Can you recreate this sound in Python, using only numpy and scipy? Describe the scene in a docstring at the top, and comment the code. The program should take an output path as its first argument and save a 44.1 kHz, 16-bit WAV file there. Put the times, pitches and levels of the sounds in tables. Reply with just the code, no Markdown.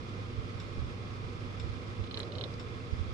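"""Rubbing fan in an open computer case

Fans whir as filtered noise and hum as wavering sines; their draught puffs at the right microphone.
A fast fan rubs in two short bursts: one click per turn rings plastic modes and echoes in the case,
over a low growl of noise, with a brief hiss and a last light scrape.
A faint buzz pulses evenly, and a tick like a clock's comes once a second through the room."""
import sys
import numpy as np
from scipy import signal
from scipy.fft import rfft, irfft
from scipy.io import wavfile
from scipy.ndimage import uniform_filter1d

SR = 44100
rng = np.random.default_rng(int(sys.argv[2]) if len(sys.argv) > 2 else 0)


def wrap_up_sound(samples):
    """Save the sound to the file named by the first command line argument, as 16-bit audio."""
    columns = np.atleast_2d(samples).T
    # keep every value between -1 and 1, then stretch to whole-number steps
    tamed = np.clip(columns, -1, 1)
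    steps = np.round(tamed * 32767).astype(np.int16)
    wavfile.write(sys.argv[1], SR, steps)


N = 138033
TIME = np.arange(N) / SR  # s
FREQS = np.maximum(np.arange(N // 2 + 1) * SR / N, 1)  # Hz

# Every pan_db and balance_db is left minus right; every colour is a relative noise spectrum.
# Rush of air through fans and case: frequency_hz [Hz], density_db [dB per Hz]
AIR_COLOUR = [(25, 0.5), (50, 5.5), (85, 5.5), (115, 6.5), (150, -0.1), (185, 2), (220, -3.5), (265, -0.75),
              (305, -5), (350, -2.5), (395, -7.5), (430, -3), (490, -2.5), (540, -9), (600, -7.5),
              (670, -14.5), (880, -13.5), (970, -11), (1030, -12), (1130, -8), (1290, -8), (1450, -16),
              (1950, -16), (2170, -13), (2330, -18.5), (2450, -15.5), (2650, -20.5), (3100, -20),
              (3480, -17), (3800, -22), (4550, -23.5), (5300, -24.5), (5700, -29.5), (6300, -31.5),
              (7400, -37), (9000, -41.5), (12000, -51)]
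# Stereo balance of the air: frequency_hz [Hz], balance_db [dB]
AIR_BALANCE = [(40, -9.5), (110, -3), (480, -3.5), (760, 3.5), (1100, -5), (1700, -1), (2200, -3),
               (3400, -8.5), (5000, -3), (5400, -6), (5900, -4), (6800, -1), (11000, -0.5)]
# Left-right likeness of the air: frequency_hz [Hz], correlation [-1 to 1]
AIR_CORRELATION = [(40, -0.41), (130, 0.54), (270, 0.79), (470, .8), (650, -0.41), (780, 0.47), (900, -0.8),
                   (1080, 0.32), (1170, -0.89), (1250, 0.18), (1420, -0.5), (1550, -0.15), (1850, -0.66),
                   (2050, -0.12), (2600, -0.33), (5000, 0.22), (11000, -0.024)]
# Motor and blade hums, bearing and coil whines: pitch_hz [Hz], level_db [dB before HUM_DB], pan_db [dB]
HUM_TONES = [(100.3, -45.3, -3), (120.1, -54, -1), (124.3, -55, -1), (239.9, -55.5, -5.5), (338, -64, -3.5),
             (360.5, -62.5, -3), (478.7, -62, -3), (719.5, -73, 1), (2400.3, -66, -10.5), (5761, -83, -10),
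             (8641.5, -94, -2.5)]
# Narrow band of the electrical buzz: pitch_hz [Hz], level_db [dB], t60_s [s], pan_db [dB]
BUZZ_MODES = [(2660, -58, 0.047, -14), (2720, -60.5, 0.038, -1)]
# Puffs of draught on the microphone: centre_s [s], length_s [s], level_db [dB]
PUFFS = [(0.386, 0.05, -31.5), (0.789, 0.039, -32), (0.837, 0.091, -33.5), (1.25, 0.082, -40),
         (1.66, 0.15, -37), (2.007, 0.031, -29.5), (2.93, 0.032, -26.5), (3.007, 0.031, -26.5),
         (3.096, 0.051, -33)]
# Colour of the puffs: frequency_hz [Hz], density_db [dB per Hz]
PUFF_COLOUR = [(12, -12), (30, -6), (50, -1), (80, 2), (120, -10), (200, -28), (500, -68), (2000, -100)]
# Ticks in the room: start_s [s], level_db [dB before the direct and room gains]
TICKS = [(0.6001, -39), (1.598, -38.5), (2.5972, -39.5)]
# Ring of a tick: pitch_hz [Hz], level_db [dB against the tick], t60_s [s], pan_db [dB]
TICK_MODES = [(1435, 0, 0.018, -3), (2270, -11, 0.0077, 0), (3510, -2, 0.02, -2), (3840, -5.5, 0.018, -1),
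              (4700, -13, 0.0095, -6), (5400, -0.5, 0.016, 9), (5580, -9, 0.015, 1), (7230, -10, 0.012, 10)]
# Colour of a tick's crack: frequency_hz [Hz], density_db [dB per Hz]
CRACK_COLOUR = [(600, -14), (1400, 2), (2700, 5), (3700, 0.5), (5600, -1.5), (6500, -19), (7600, -2.5),
                (9000, -35), (12000, -38)]
# Growl under both bursts, swelling with each: time_s [s], level_db [dB]
GROWL_LEVELS = [(2.09, -69), (2.14, -50), (2.19, -45), (2.25, -48), (2.33, -48.5), (2.4, -45.5),
                (2.46, -45.5), (2.52, -65)]
# Colour of the growl: frequency_hz [Hz], density_db [dB per Hz]
GROWL_COLOUR = [(150, -16.5), (270, -9), (360, -1), (490, 1.5), (600, -3.5), (660, -10), (800, -13),
                (1500, -25), (4000, -63)]
# Colour of the gritty hiss: frequency_hz [Hz], density_db [dB per Hz]
HISS_COLOUR = [(500, -20), (1600, 12), (4000, -8), (7000, -6), (10000, -10.5), (12000, -22)]
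# Colour of the last light scrape: frequency_hz [Hz], density_db [dB per Hz]
SCRAPE_COLOUR = [(2500, -12), (4500, 6), (5250, 8), (6100, -11), (8000, -13), (12000, -38)]
# Blade touches, one a turn: start_s [s], level_db [dB before TOUCH_DB or SNAP_DB],
# tilt_db [dB per octave], rebound_db [dB added at each rebound]
TOUCHES = [(2.0398, -37.5, -10, -4), (2.073, -40, 0, -5), (2.111, -30, 0, -2), (2.1428, -26, 1, -2.5),
           (2.1727, -20.5, 7.5, -9), (2.2013, -24, 3, -4.5), (2.2307, -31, 4.7, -2),
           (2.3209, -31.5, -2.5, -17), (2.3530, -30, -2, -13), (2.3837, -24.5, 1, -19),
           (2.4111, -25, -5, -24), (2.4385, -23.5, 3, -11)]
# Plastic blade and shroud: pitch_hz [Hz, mean over touches], level_db [dB], t60_s [s], pan_db [dB]
BLADE_MODES = [(2920, -12, .0106, 1.5), (3060, -4, 0.0046, -9), (3860, -4, 0.0062, -6.5),
               (4310, -12.5, 0.0096, -16), (5100, -13.5, 0.002, -9), (5660, -21, 0.0027, -7)]
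# Rough snap of each contact: frequency_hz [Hz], density_db [dB per Hz]
SNAP_COLOUR = [(800, -15), (2000, -7.5), (3500, 5.5), (4600, -2.5), (5400, -9.5), (7000, -22)]
# Delayed repeats of each knock: delay_s [s], left_db [dB], right_db [dB]; the first comes two rebound gaps
# later, like a further contact, the others are reflections inside the case
CASE_ECHOES = [(.00239, -9, -7), (.00346, -14, -10), (.0058, -13, -13.5)]

WHIR_DB, WHIR_FLICKER_DB = -42, 0.6
CHOP_HZ, CHOP_DEPTH, CHOP_ABOVE_HZ = 36.9, 0.049, 570
HUM_DB, HUM_WAVER_DB, HUM_WANDER_RAD = -0.5, 1.44, 0.3
BUZZ_PER_S = 29.97
PUFF_LEFT_DB = -16  # against the right channel
TICK_DIRECT_DB, TICK_ROOM_DB, TICK_ROOM_T60_S = -5.5, -5, 0.16
CRACK_DB, CRACK_ATTACK_S, CRACK_DECAY_S = -1.5, 0.00098, 0.0034
HISS_START_S, HISS_END_S, HISS_DB = 2.176, 2.222, -49
HISS_FADE_S, HISS_DECAY_S, GRAIN_DB = 0.0055, 0.045, 4.5
SCRAPE_START_S, SCRAPE_END_S, SCRAPE_DB, SCRAPE_FADE_S = 2.529, 2.552, -54, 0.011
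TOUCH_DB, TOUCH_PITCH_SPREAD, REBOUND_S = 1, 0.011, 0.00122  # the spread is a share of the pitch
SNAP_DB, SNAP_DECAY_S = -13, 0.0013
KNOCK_CUTOFF_HZ, LEFT_LAG_S = 5700, 0.00009
CASE_DB, CASE_T60_S = -5.5, 0.064
CUTOFF_HZ = 12200


def from_db(db):
    """Logarithmic level: 20 dB is a tenfold amplitude."""
    return 10 ** (np.asarray(db) / 20)


def rms_one(x):
    """Normalization: division by the root mean square gives unit power."""
    return x / np.sqrt(np.mean(x ** 2) + 1e-20)


def panned(pan_db):
    """Level panning: left and right gains differ by pan_db at unit mean power."""
    gains = from_db(np.array([[.5], [-.5]]) * pan_db)
    return gains / np.sqrt(np.mean(gains ** 2, axis=0))


def across_hz(points):
    """Spectral interpolation: values run straight along a logarithmic frequency axis."""
    hz, value = np.transpose(sorted(points))
    return np.interp(np.log(FREQS), np.log(hz), value)


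def drift(rate_hz):
    """Low-pass random motion: noise above rate_hz is weakened, leaving a spread of 1."""
    spectrum = rfft(rng.standard_normal(N))
    return rms_one(irfft(spectrum / (1 + (FREQS / rate_hz) ** 2), N))


def noise(colour, likeness=0, pan_db=0):
    """Mid-side synthesis: shared and opposed noises set the correlation, a filter the spectrum."""
    mid, side = rfft(rng.standard_normal((2, N)))
    opposed = side * np.array([[1], [-1]])
    both = np.sqrt(1 + likeness) * mid + np.sqrt(1 - likeness) * opposed
    low_cut = FREQS ** 2 / (FREQS ** 2 + 15 ** 2)
    shape = from_db(across_hz(colour)) * panned(pan_db) * low_cut
    return rms_one(irfft(both * shape, N))


def swell(start_s, end_s, level_db, fade_s):
    """Linear envelope: amplitude rises and falls over fade_s, with any hold between."""
    nearest_edge = np.minimum(TIME - start_s, end_s - TIME)
    return from_db(level_db) * np.clip(nearest_edge / fade_s, 0, 1)


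def fall(start_s, decay_s):
    """Exponential decay: a sudden start dies by a factor e in every decay_s."""
    return (TIME >= start_s) * np.exp(-np.abs(TIME - start_s) / decay_s)


def delayed(x, seconds):
    """Propagation delay: one channel is heard a little later."""
    return np.interp(TIME - seconds, TIME, x)


def strike(times, levels_db, modes, vary_db):
    """Modal resonance: impulses ring damped two-pole modes, with random strength at each strike."""
    out = np.zeros((2, N))
    samples = (times * SR).astype(int)
    for k, (pitch_hz, mode_db, t60_s, pan_db) in enumerate(modes):
        variation_db = vary_db * rng.standard_normal(len(times))
        clicks = np.zeros(N) + 1e-18
        clicks[samples] = from_db(levels_db[k] + mode_db + variation_db)
        radius = from_db(-60 / (t60_s * SR))
        angle = 2 * np.pi * pitch_hz / SR
        feedback = [1, -2 * radius * np.cos(angle), radius * radius]
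        ring = signal.lfilter([0, np.sin(angle)], feedback, clicks)
        out += panned(pan_db) * ring * (-1) ** k  # neighbours in opposite phase
    return out


def tail(x, t60_s):
    """Diffuse reverberation: convolution with noise that decays by 60 dB in t60_s."""
    t = TIME[:SR // 3]
    response = rng.standard_normal((2, len(t))) * from_db(-60 * t / t60_s)
    response /= np.sqrt(np.sum(response ** 2, axis=1, keepdims=True))
    return signal.fftconvolve(x, response, axes=1)[:, :N]


def whir():
    """Amplitude modulation of flow noise: the blades chop the air, whose upper part also flickers."""
    correlation = np.clip(across_hz(AIR_CORRELATION), -.98, .98)
    air = noise(AIR_COLOUR, correlation, across_hz(AIR_BALANCE))
    high_pass = FREQS ** 2 / (FREQS ** 2 + CHOP_ABOVE_HZ ** 2)
    upper = irfft(rfft(air) * high_pass, N)
    chop = 1 + CHOP_DEPTH * np.sin(2 * np.pi * CHOP_HZ * TIME + drift(2.9))
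    flicker = from_db(WHIR_FLICKER_DB * drift(17))
    return from_db(WHIR_DB) * (air + upper * (chop * flicker - 1))


def hum():
    """Additive synthesis: sines of motors and electronics waver slightly in level and phase."""
    out = np.zeros((2, N))
    for pitch_hz, level_db, pan_db in HUM_TONES:
        gain = from_db(HUM_DB + level_db + HUM_WAVER_DB * drift(9.9))
        phase = 2 * np.pi * (pitch_hz * TIME + rng.random()) + HUM_WANDER_RAD * drift(15)
        out += panned(pan_db) * gain * np.sqrt(2) * np.sin(phase)
    return out


def buzz():
    """Periodic excitation: even pulses of the electronics ring one narrow band."""
    times = np.arange(0, TIME[-1], 1 / BUZZ_PER_S)
    return strike(times, np.zeros(len(BUZZ_MODES)), BUZZ_MODES, vary_db=3.5)


def draught():
    """Turbulent pressure: low noise of evened strength swells in puffs, nearly all at the right."""
    force = sum(from_db(level_db) * np.exp(-2 * ((TIME - centre_s) / length_s) ** 2)
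                for centre_s, length_s, level_db in PUFFS)
    eddies = noise(PUFF_COLOUR)
    local_power = uniform_filter1d(eddies ** 2, size=2200, axis=1)  # over about 50 ms
    eddies = eddies / np.sqrt(local_power + 1e-9)
    return force * eddies * from_db([[PUFF_LEFT_DB], [0]])


def ticking():
    """Impact and reverberation: each tick's noisy crack and modal ring also excite the room."""
    start_s, level_db = np.transpose(TICKS)
    envelope = sum(from_db(level + CRACK_DB) * np.clip((TIME - start) / CRACK_ATTACK_S, 0, 1)
                   * fall(start, CRACK_DECAY_S) for start, level in TICKS)
    ring = strike(start_s, [level_db] * len(TICK_MODES), TICK_MODES, vary_db=1.5)
    ticks = envelope * noise(CRACK_COLOUR) + ring
    room = tail(ticks, TICK_ROOM_T60_S)
    return from_db(TICK_DIRECT_DB) * ticks + from_db(TICK_ROOM_DB) * room


def rubbing():
    """Friction noise: a growl under the rattle, a hiss after the hardest touch, a last light scrape."""
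    growl_db = np.interp(TIME, *np.transpose(GROWL_LEVELS), left=-np.inf, right=-np.inf)
    growl = from_db(growl_db) * noise(GROWL_COLOUR, likeness=0.83, pan_db=-2.5)
    grit = rms_one(from_db(GRAIN_DB * drift(400)))  # rough, rapid changes of level
    hiss_level = swell(HISS_START_S, HISS_END_S, HISS_DB, HISS_FADE_S) * fall(HISS_START_S, HISS_DECAY_S)
    hiss = hiss_level * grit * noise(HISS_COLOUR, pan_db=5)
    scrape_level = swell(SCRAPE_START_S, SCRAPE_END_S, SCRAPE_DB, SCRAPE_FADE_S)
    scrape = scrape_level * grit * noise(SCRAPE_COLOUR, pan_db=-5)
    return growl + hiss + scrape


def touch(start_s, level_db, tilt_db, rebound_db):
    """Repeated impact: the blade strikes and rebounds twice, each turn at a slightly new pitch."""
    contact = np.arange(3)
    modes = np.array(BLADE_MODES)
    modes[:, 0] *= 1 + TOUCH_PITCH_SPREAD * rng.standard_normal()
    octaves = np.log2(modes[:, :1] / modes[:, 0].mean())
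    levels_db = TOUCH_DB + level_db + octaves * tilt_db + contact * rebound_db
    return strike(start_s + contact * REBOUND_S, levels_db, modes, vary_db=1.0)


def rattle():
    """Impact in an enclosure: snaps and rings of the touches reach the ear directly and by reflection."""
    snap_level = sum(from_db(level_db + SNAP_DB) * fall(start_s, SNAP_DECAY_S)
                     for start_s, level_db, *_ in TOUCHES)
    snaps = snap_level * noise(SNAP_COLOUR, pan_db=-6)
    left, right = snaps + sum(touch(*row) for row in TOUCHES)
    # the knocks lose their highest treble; they reach the left microphone a little later
    knock_low_pass = signal.butter(4, KNOCK_CUTOFF_HZ, fs=SR, output="sos")
    direct = signal.sosfilt(knock_low_pass, [delayed(left, LEFT_LAG_S), right])
    echoes = sum(from_db([[left_db], [right_db]])
                 * np.array([delayed(channel, delay_s) for channel in direct])
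                 for delay_s, left_db, right_db in CASE_ECHOES)
    return direct + echoes + from_db(CASE_DB) * tail(direct, CASE_T60_S)


def scene():
    """Superposition: all sources add at the open side of the case."""
    return whir() + hum() + buzz() + draught() + ticking() + rubbing() + rattle()


def record(dry):
    """Band limitation: a steep elliptic low-pass removes the top."""
    low_pass = signal.ellip(10, .1, 70, CUTOFF_HZ, fs=SR, output="sos")
    return signal.sosfilt(low_pass, dry)


dry = scene()
out = record(dry)
wrap_up_sound(out)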